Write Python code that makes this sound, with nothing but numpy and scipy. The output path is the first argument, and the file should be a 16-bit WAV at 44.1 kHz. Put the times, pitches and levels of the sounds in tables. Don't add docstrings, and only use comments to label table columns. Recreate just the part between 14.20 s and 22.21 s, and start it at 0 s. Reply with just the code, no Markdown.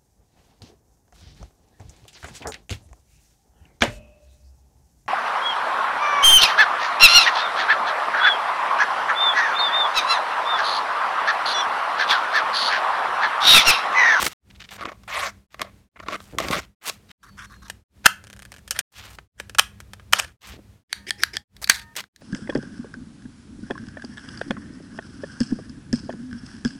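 import sys
import numpy as np
from scipy import signal
from scipy.fft import rfft, irfft
from scipy.io import wavfile
from scipy.ndimage import uniform_filter1d, map_coordinates

SR = 44100
rng = np.random.default_rng(int(sys.argv[2]) if len(sys.argv) > 2 else 0)


def digitize_waveform(pressure):
    field = np.atleast_2d(pressure).T
    bounded = np.clip(field, -1, 1)
    quanta = np.round(bounded * 32767).astype(np.int16)
    wavfile.write(sys.argv[1], SR, quanta)


def volts_from_decibels(level):
    exponent = np.asarray(level, float) / 20
    return 10 ** exponent


N = 353241

# start_s, end_s, mid_db, swell_db
RUSTLE_STROKES = [(0, .085, -34, -2.5), (.085, .134, -50, 12), (.508, .57, -46, -2.5),
                  (1.305, 1.35, -50.5, -4.5), (1.965, 2.16, -60, -0.5), (2.185, 2.4, -42, 1.5),
                  (2.4, 2.455, -56, 2), (2.613, 2.7, -33, 3.5), (2.705, 2.78, -56.5, -18.5),
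                  (2.885, 2.918, -58, 15.5), (4.72, 4.96, -50.5, -13.5), (6.21, 6.37, -47, -19),
                  (7.417, 7.437, -39, 7), (7.763, 7.812, -36, -6)]
# first_s, last_s, count, first_db, last_db
CRACKLE_RUNS = [(.017, .063, 3, -28.5, -32.5)]
# start_s, end_s, mid_db, swell_db
FLAP_STROKES = [(0, .08, -37.5, 3.5), (.6, .68, -41, 22), (2.128, 2.2, -40, -0.5), (2.2, 2.4, -27.5, 2.5),
                (6.335, 6.4, -42.5, 4)]
# time_s, body_peak_db, treble_over_body_db
SNAP_HITS = [(.0662, -22.5, 14.5), (.6099, -22, -27.5), (.6546, -20, -20.5), (.835, -47, 2.5),
             (1.3442, -24, -7), (1.3951, -28, -3.5), (1.417, -15.5, -1.5), (1.8005, -27, -21.5),
             (1.8851, -15, -14), (2.0031, -32.5, -6.5), (2.1855, -16.5, 6), (2.2021, -15.5, -4.5),
             (2.2853, -19, -0.5), (2.3108, -30.5, 15), (2.6973, -26.5, 13)]
# time_s, mid_db
TUG_SLIPS = [(0.3, -56.5), (.35, -47), (0.397, -48), (.416, -46), (.441, -42.5), (0.488, -46)]
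# start_s, end_s, mid_db, swell_db
SHEAR_STROKES = [(.58, .64, -34.5, 10.5), (.65, .76, -48, -34), (1.385, 1.43, -35.5, 33.5),
                 (1.43, 1.5, -48.5, -5.5), (1.878, 1.962, -31.5, 12.5), (2.185, 2.305, -32, -6),
                 (2.31, 2.405, -27, -11)]
# first_s, last_s, count, first_db, last_db
JUDDER_RUNS = [(.651, .716, 3, -36.5, -40), (1.76, 1.862, 4, -39.5, -39)]
# start_s, end_s, mid_db, swell_db
LONG_CUT_STROKES = [(.878, .945, -33.5, 7.5), (.945, 1.072, -26, 0.5), (1.072, 1.108, -37, -18)]
# end_s, start_s, end_hz, start_hz, level_db
SQUEAK_SWEEP = (3.5, 3, 4052, 4650, -62)
# start_s, end_s, mid_db, swell_db
SCRAPE_STROKES = [(3.03, 3.11, -53.5, -22), (3.172, 3.262, -47.5, 2.5), (3.298, 3.37, -49, -19.5),
                  (3.42, 3.495, -52.5, 1)]
# time_s, body_peak_db, treble_over_body_db
ROUND_KNOCKS = [(3.483, -44, 6.5), (3.5, -23.5, 1.5), (4.478, -38.5, 9), (4.5093, -29, 23),
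                (4.591, -22, 16), (4.9868, -28, -50), (5.2002, -14, -9.5), (5.2965, -27, -2.5),
                (5.3491, -23.5, -7), (5.6033, -31.5, 1), (5.7346, -25, -6), (5.7975, -36, -22),
                (6.047, -28, -16)]
# start_s, end_s, mid_db, swell_db
RUB_STROKES = [(3.84, 3.858, -39.5, 22.5), (4.51, 4.535, -39.5, -7), (4.545, 4.614, -40.5, 2),
               (5.18, 5.21, -42.5, 1.5), (5.935, 6.0, -36, -4.5), (6.0, 6.05, -40.5, -3.5),
               (6.05, 6.125, -55.5, 0.5)]
# bite_s, slam_s, bite_body_peak_db, slam_body_peak_db
BITE_SLAMS = [(3.859, 3.8657, -6, 0.5), (5.3861, 5.395, -5, 4.5), (5.926, 5.934, -17, 2.5),
              (5.986, 5.998, -20.5, -6.5)]
# first_s, last_s, count, first_db, last_db
CREAK_RUNS = [(4.04, 4.252, 8, -36, -34), (4.3194, 4.3833, 4, -33.5, -41)]
# start_s, end_s, mid_db, swell_db
SLIDE_STROKES = [(6.695, 6.727, -44, 3.5), (6.868, 6.898, -36.5, 14), (6.98, 7.034, -43.5, 15.5),
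                 (7.134, 7.167, -39.5, -7.5)]
# struck_s, damped_s, level_db, squeezed (1) or free (0)
SPRING_TWANGS = [(6.728, 6.884, -56, 1), (6.906, 7.03, -54, 0), (7.035, 7.14, -56, 1),
                 (7.168, 7.237, -55, 0), (7.497, 7.745, -46, 1)]
# time_s, body_peak_db, treble_over_body_db
SQUARE_KNOCKS = [(6.7288, -4, 1.5), (7.0351, -1.5, -0.5), (7.3661, -45, 8.5), (7.43, -38.5, 0),
                 (7.443, -39, 24.5), (7.4747, -21, 0), (7.498, 1.5, 3), (7.5005, -4.5, 3),
                 (7.7545, -31.5, -1), (7.7661, -35.5, 21), (7.8045, -28, 6.5), (7.8395, -30.5, -17),
                 (7.9615, -41.5, 17.5)]
# time_s, body_peak_db, treble_over_body_db
LEVER_RETURNS = [(6.9071, -14, 7), (7.1688, -18, 7.5)]
# start_s, end_s, mid_db, swell_db
CRUNCH_STROKES = [(7.49, 7.498, -27.5, 23), (7.498, 7.65, -42.5, -43.5)]

# centre_hz, width_hz, relative_db
LEAF_MODES = [(770, 1300, 0.5), (2900, 2800, 2), (5570, 24000, -3), (10600, 2800, -7.5)]
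# centre_hz, width_hz, relative_db
SHEET_MODES = [(240, 210, -10), (630, 120, -0.5), (1110, 92, 3.5), (1290, 300, -3.5), (2130, 480, -5.5),
               (3597, 1600, -13), (6150, 2900, -15), (8300, 4300, -19), (12300, 4900, -25)]
# centre_hz, width_hz, relative_db
HOLLOW_MODES = [(1070, 146, 2), (1584, 290, -2.5), (3650, 340, -12.5), (5550, 790, -16), (10820, 4500, -25)]
# centre_hz, width_hz, relative_db
ROUND_MODES = [(527, 250, -7), (1350, 440, -5), (1694, 260, -1), (2486, 340, -9), (3080, 370, -6),
               (4680, 3100, -6), (5970, 4400, -6.5), (9100, 890, -8), (12300, 1700, -19)]
# centre_hz, width_hz, relative_db
LEVER_MODES = [(352, 48, -2), (1750, 230, -4), (2230, 400, -6), (3500, 720, -11.5), (5200, 300, -0.5),
               (8910, 6000, -19)]
# centre_hz, width_hz, relative_db
SHUT_MODES = [(700, 590, -19.5), (1650, 240, -1.5), (2300, 480, -9), (3517, 710, -9), (4080, 150, -4),
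              (4458, 210, -4), (5960, 3400, -17), (8100, 200, -10), (10000, 9100, -22)]
# centre_hz, width_hz, relative_db
OPEN_MODES = [(682, 140, -15.5), (1766, 120, 1.5), (2500, 400, -13), (3320, 160, 3), (4670, 660, -7.5),
              (9000, 3100, -20.5)]
# centre_hz, width_hz, relative_db
DESK_MODES = [(55, 17, 0.37), (107, 34, -1.9)]
# mode_hz, relative_db, t60_s
SQUEEZED_MODES = [(926, -6, 2.0), (1249, -10, 1.8), (1820, 2, 1.2)]
# mode_hz, relative_db, t60_s
FREE_MODES = [(824, -4, 1.5), (1809, 2, .6)]

# time_s, rms_db
RUMBLE_CURVE = [(0, -42.5), (.12, -53), (2.0, -54.5), (2.28, -38), (2.6, -60.5), (3.25, -52), (5.35, -49),
                (6.0, -47), (6.8, -54.5), (7.5, -50.5), (8.01, -59)]
# frequency_hz, relative_db_per_hz
HISS_COLOUR = [(88, -22.5), (150, 4.5), (821, -14), (2140, -17.5), (16000, -27)]
# start_s, end_s, fade_out_s
SHOT_TIMES = [(-.1, .134, .003), (.20, 1.268, .10), (1.28, 1.688, .11), (1.71, 2.548, .11),
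              (2.595, 2.918, .003), (2.975, 3.638, .08), (3.68, 4.614, .003), (4.70, 5.078, .09),
              (5.12, 6.17, .09), (6.19, 6.635, .10), (6.67, 7.24, .06), (7.275, 7.885, .06),
              (7.92, 8.2, .05)]

FADE_IN_S = 0.1
HISS_DB, HUM_HZ, HUM_DB = -58.5, 198.3, -59
ROOM_T60_S, ROOM_DB = 0.21, -20
LINGER_HZ, LINGER_WIDTH_HZ, LINGER_T60_S, LINGER_DB = 1700, 700, .5, -14
SPLIT_HZ, MIC_CUT_HZ = 2700, 14000
SLIP_JITTER_SHARE, SLIP_SPREAD_DB = 0.06, 1.5
PUFF_S, PUFF_FADE_DB = .016, 7
ECHO_SLIP_S, ECHO_SLIP_DB = .007, -5
CRUNCH_BELOW_BITE_DB, CRUNCH_SWELL_DB = 2, 8
REFERENCE_DB = -30
WANDER_DB, WANDER_HZ = 2.3, 18
GRIP_SHIFT_SHARE, GRIP_GLIDE_SHARE = .012, .05


def rms_one(x):
    return x / np.sqrt(np.mean(x ** 2) + 1e-20)


def in_time(rows):
    time_s, level = np.transpose(rows)
    return np.interp(np.arange(N) / SR, time_s, level)


def cut(x, hz, kind, order=2):
    return signal.sosfilt(signal.butter(order, hz, kind, fs=SR, output="sos"), x)


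def split(x):
    return cut(x, SPLIT_HZ, "low"), -cut(x, SPLIT_HZ, "high")


def drift(corner_hz, shape=np.asarray):
    r = np.exp(-64 * np.pi * corner_hz / SR)
    noise = rng.standard_normal(N // 32 + 2)
    slow = rms_one(signal.lfilter([1], [1, -2 * r, r * r], noise))
    return np.interp(np.arange(N) / 32, np.arange(len(slow)), shape(slow))


def resonate(x, peaks, wander_db=0):
    out = 0
    for k, (hz, width_hz, db) in enumerate(peaks):
        r = np.exp(-np.pi * max(width_hz, 8) / SR)
        b = [(1 - r * r) / 2, 0, (r * r - 1) / 2]
        a = [1, -2 * r * np.cos(2 * np.pi * hz / SR), r * r]
        gain = volts_from_decibels(db)
        if wander_db:
            gain = drift(WANDER_HZ, lambda v: volts_from_decibels(db + wander_db * v))
        out = out + (-1) ** k * gain * signal.lfilter(b, a, x)
    return out


def friction(strokes, peaks, clump_db, treble_db=0.0, brighter=0.0, arch_db=0.0, per_s=6000, size_db=4.5,
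             glide=0):
    sizes = volts_from_decibels(size_db * np.minimum(rng.exponential(1, N), 4)) * rng.choice([-1, 1], N)
    struck = rng.random(N) < per_s / SR
    clumps = drift(27, lambda v: volts_from_decibels(clump_db * v))
    clicks = sizes * struck * clumps
    rung = resonate(clicks + 1e-18, peaks, wander_db=WANDER_DB)
    if glide:
        read_at = np.cumsum(1 + glide * drift(WANDER_HZ))
        rung = map_coordinates(rung, [read_at], order=1, mode="mirror")
    body, treble = split(rung)
    body_gain, treble_gain = np.zeros(N), np.zeros(N)
    for start_s, end_s, mid_db, swell_db in strokes:
        span = slice(round(start_s * SR), round(end_s * SR))
        u = np.linspace(-1, 1, span.stop - span.start)
        gain = volts_from_decibels(mid_db + swell_db * u / 2 - arch_db * u ** 2)
        body_gain[span] += gain
        treble_gain[span] += gain * volts_from_decibels(treble_db + brighter * (mid_db - REFERENCE_DB))
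    body_gain = uniform_filter1d(body_gain, size=221)
    treble_gain = uniform_filter1d(treble_gain, size=221)
    return body_gain * rms_one(body) + treble_gain * rms_one(treble)


def blows(rows, peaks, contact_s):
    time_s, peak_db, treble_db = np.transpose(rows)
    t = np.arange(2048) / SR
    decay_s = contact_s * volts_from_decibels(-.16 * np.minimum(peak_db, 0))
    chatter = rng.standard_normal((len(time_s), len(t))) * np.exp(-t / decay_s[:, None])
    knock = 9.0 * (np.arange(len(t)) == round(contact_s / 2 * SR))
    rung = []
    for burst in chatter:
        shifts = rng.standard_normal(len(peaks))
        held = [(hz * (1 + GRIP_SHIFT_SHARE * shift), width_hz, db)
                for (hz, width_hz, db), shift in zip(peaks, shifts)]
        rung.append(resonate([burst + knock, burst + knock / 2], held))
    rung = np.array(rung)
    body = split(rung[:, 0])[0]
    treble = split(rung[:, 1])[1]
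    body = body / np.max(np.abs(body), axis=1, keepdims=True)
    treble = treble / np.max(np.abs(treble), axis=1, keepdims=True)
    sounds = body + volts_from_decibels(treble_db)[:, None] * treble
    out = np.zeros(N + len(t))
    for at_s, db, sound in zip(time_s, peak_db, sounds):
        i = round((at_s - contact_s / 2) * SR)
        out[i:i + len(t)] += volts_from_decibels(db) * sound
    return out[:N]


def slips(runs):
    rows = []
    for first_s, last_s, count, first_db, last_db in runs:
        u = np.linspace(0, 1, round(count))
        luck = rng.standard_normal((len(u), 2))
        inner = u * (1 - u) > 0
        time_s = first_s + (last_s - first_s) * (u + SLIP_JITTER_SHARE * u[1] * luck[:, 0] * inner)
        rows += zip(time_s, first_db + (last_db - first_db) * u + SLIP_SPREAD_DB * luck[:, 1])
    return rows


def puffs(rows):
    return [(time_s, time_s + PUFF_S, db, -PUFF_FADE_DB) for time_s, db in rows]


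def coloured(hits, treble_db):
    return [(time_s, db, treble_db) for time_s, db in hits]


def rustle():
    strokes = RUSTLE_STROKES + puffs(slips(CRACKLE_RUNS))
    return friction(strokes, LEAF_MODES, clump_db=0.5, treble_db=-1.0, arch_db=-1.0)


def flap():
    low_modes = [(176, 440, -1.5), (450, 500, -17.5)]
    return cut(friction(FLAP_STROKES, low_modes, clump_db=4.5, per_s=460), 510, "low")


def background():
    hz = np.maximum(np.arange(N // 2 + 1) * SR / N, 1)
    colour_hz, colour_db = np.transpose(HISS_COLOUR)
    colour = np.interp(np.log(hz), np.log(colour_hz), colour_db)
    hiss = rms_one(irfft(rfft(rng.standard_normal(N)) * volts_from_decibels(colour), N))
    hum_mode = [(HUM_HZ, 12, 0)]
    hum = rms_one(resonate(resonate(rng.standard_normal(N), hum_mode), hum_mode))
    lumps = cut(resonate(rng.standard_normal(N), DESK_MODES), [40, 130], "band")
    lumps = lumps * volts_from_decibels(1.5 * drift(10))
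    rumble = volts_from_decibels(in_time(RUMBLE_CURVE)) * rms_one(lumps)
    return volts_from_decibels(HISS_DB) * hiss + volts_from_decibels(HUM_DB) * hum + rumble


def room(x):
    t = np.arange(SR // 2) / SR
    noise = rng.standard_normal(len(t))
    linger = resonate(noise, [(LINGER_HZ, LINGER_WIDTH_HZ, LINGER_DB)])
    tail = noise * volts_from_decibels(-60 * t / ROOM_T60_S) + linger * volts_from_decibels(-60 * t / LINGER_T60_S)
    tail = tail * np.minimum(t / 0.0058, 1)
    return signal.fftconvolve(x, tail / np.sqrt(np.sum(tail ** 2)))[:N]


def paper_snaps():
    return blows(SNAP_HITS, SHEET_MODES, contact_s=0.002)


def tugs():
    return friction(puffs(TUG_SLIPS), LEAF_MODES[1:], clump_db=-4.0, treble_db=-16.5, per_s=2200)


def shear():
    strokes = SHEAR_STROKES + puffs(slips(JUDDER_RUNS))
    return friction(strokes, SHEET_MODES, clump_db=1.8, treble_db=-13.5, brighter=1.0, arch_db=5.0,
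                    per_s=3300, size_db=4.0)


def long_cut():
    taut = friction(LONG_CUT_STROKES, SHEET_MODES[1:], clump_db=1.0, treble_db=-10.0, per_s=3700,
                    size_db=-1.0)
    return cut(taut, 700, "high", order=1)


def paper():
    return shear() + rustle() + flap() + long_cut() + tugs() + paper_snaps()


def squeak():
    end_s, start_s, end_hz, start_hz, level_db = SQUEAK_SWEEP
    u = np.clip((np.arange(N) / SR - end_s) / (start_s - end_s), 0, 1)
    phase = 2 * np.pi * np.cumsum(end_hz + (start_hz - end_hz) * u) / SR
    swell = np.sqrt(np.abs(np.sin(np.pi * u)))
    return volts_from_decibels(level_db + 4.0 * drift(40)) * swell * np.sin(phase)


def scrape():
    return friction(SCRAPE_STROKES, HOLLOW_MODES, clump_db=3.5, treble_db=-5.5, glide=GRIP_GLIDE_SHARE)


def round_knocks():
    return blows(ROUND_KNOCKS, ROUND_MODES, contact_s=0.0027)


def rub():
    rubbing = friction(RUB_STROKES, ROUND_MODES, clump_db=3.0, treble_db=-7, glide=GRIP_GLIDE_SHARE)
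    return cut(rubbing, 500, "high")


def die_crunch():
    bite_s, slam_s, bite_db, _ = np.transpose(BITE_SLAMS)
    swell_db = np.full(len(bite_s), CRUNCH_SWELL_DB)
    strokes = zip(bite_s, slam_s, bite_db - CRUNCH_BELOW_BITE_DB, swell_db)
    return friction(strokes, ROUND_MODES, clump_db=-5.5, treble_db=-5.0)


def die_snaps():
    bite_s, slam_s, bite_db, slam_db = np.transpose(BITE_SLAMS)
    bites = coloured(zip(bite_s, bite_db), treble_db=-1.0)
    slams = coloured(zip(slam_s, slam_db), treble_db=-3.0)
    return blows(bites + slams, ROUND_MODES, contact_s=0.002)


def creaks(lever_slips):
    echoes = [(time_s + ECHO_SLIP_S, db + ECHO_SLIP_DB) for time_s, db in lever_slips]
    return blows(coloured(lever_slips + echoes, treble_db=0.5), ROUND_MODES, contact_s=0.0013)


def round_punch():
    rubbing = rub()
    thin = scrape() + squeak() + die_crunch()
    lever_slips = slips(CREAK_RUNS)
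    handled = cut(round_knocks() + creaks(lever_slips), 190, "high")
    thin = cut(thin + die_snaps(), 850, "high", order=4)
    return thin + rubbing + handled


def slide():
    return friction(SLIDE_STROKES, LEVER_MODES, clump_db=3.0, treble_db=-3.0, glide=GRIP_GLIDE_SHARE)


def spring():
    out = np.zeros(N)
    for struck_s, damped_s, level_db, squeezed in SPRING_TWANGS:
        i = round(struck_s * SR)
        t = np.arange(round((damped_s - struck_s) * SR)) / SR
        fade = np.minimum(1, (t[-1] - t) / 0.014)
        for hz, db, t60_s in SQUEEZED_MODES if squeezed > .5 else FREE_MODES:
            out[i:i + len(t)] += volts_from_decibels(level_db + db - 60 * t / t60_s) * fade * np.sin(2 * np.pi * hz * t)
    return out


def pressed_shut():
    crunch = friction(CRUNCH_STROKES, SHUT_MODES, clump_db=3.5, treble_db=0.0)
    return cut(crunch + blows(SQUARE_KNOCKS, SHUT_MODES, contact_s=.0012), 420, "high")


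def lever_return():
    return blows(LEVER_RETURNS, OPEN_MODES, contact_s=0.00036)


def square_punch():
    return pressed_shut() + slide() + lever_return() + spring()


def edit():
    t = np.arange(N) / SR
    gain = np.zeros(N)
    for start_s, end_s, fade_out_s in SHOT_TIMES:
        rise = (t > start_s) * np.clip(0.027 + (t - start_s) / FADE_IN_S, 0, 1) ** 2
        fall = (t < end_s) * np.clip(0.058 + (end_s - t) / fade_out_s, 0, 1)
        gain += rise * fall
    return gain


def scene():
    near = paper() + round_punch() + square_punch()
    mix = near + volts_from_decibels(ROOM_DB) * room(near) + background()
    return (mix * edit())[None]


def low_pass(x):
    return signal.sosfilt(signal.butter(12, 16560, fs=SR, output="sos"), x)


def record(dry):
    dulled = cut(dry, MIC_CUT_HZ, "low")
    finished = np.clip(dulled, -1.0, 1.0)
    return low_pass(finished)


dry = scene()
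out = record(dry)
digitize_waveform(out)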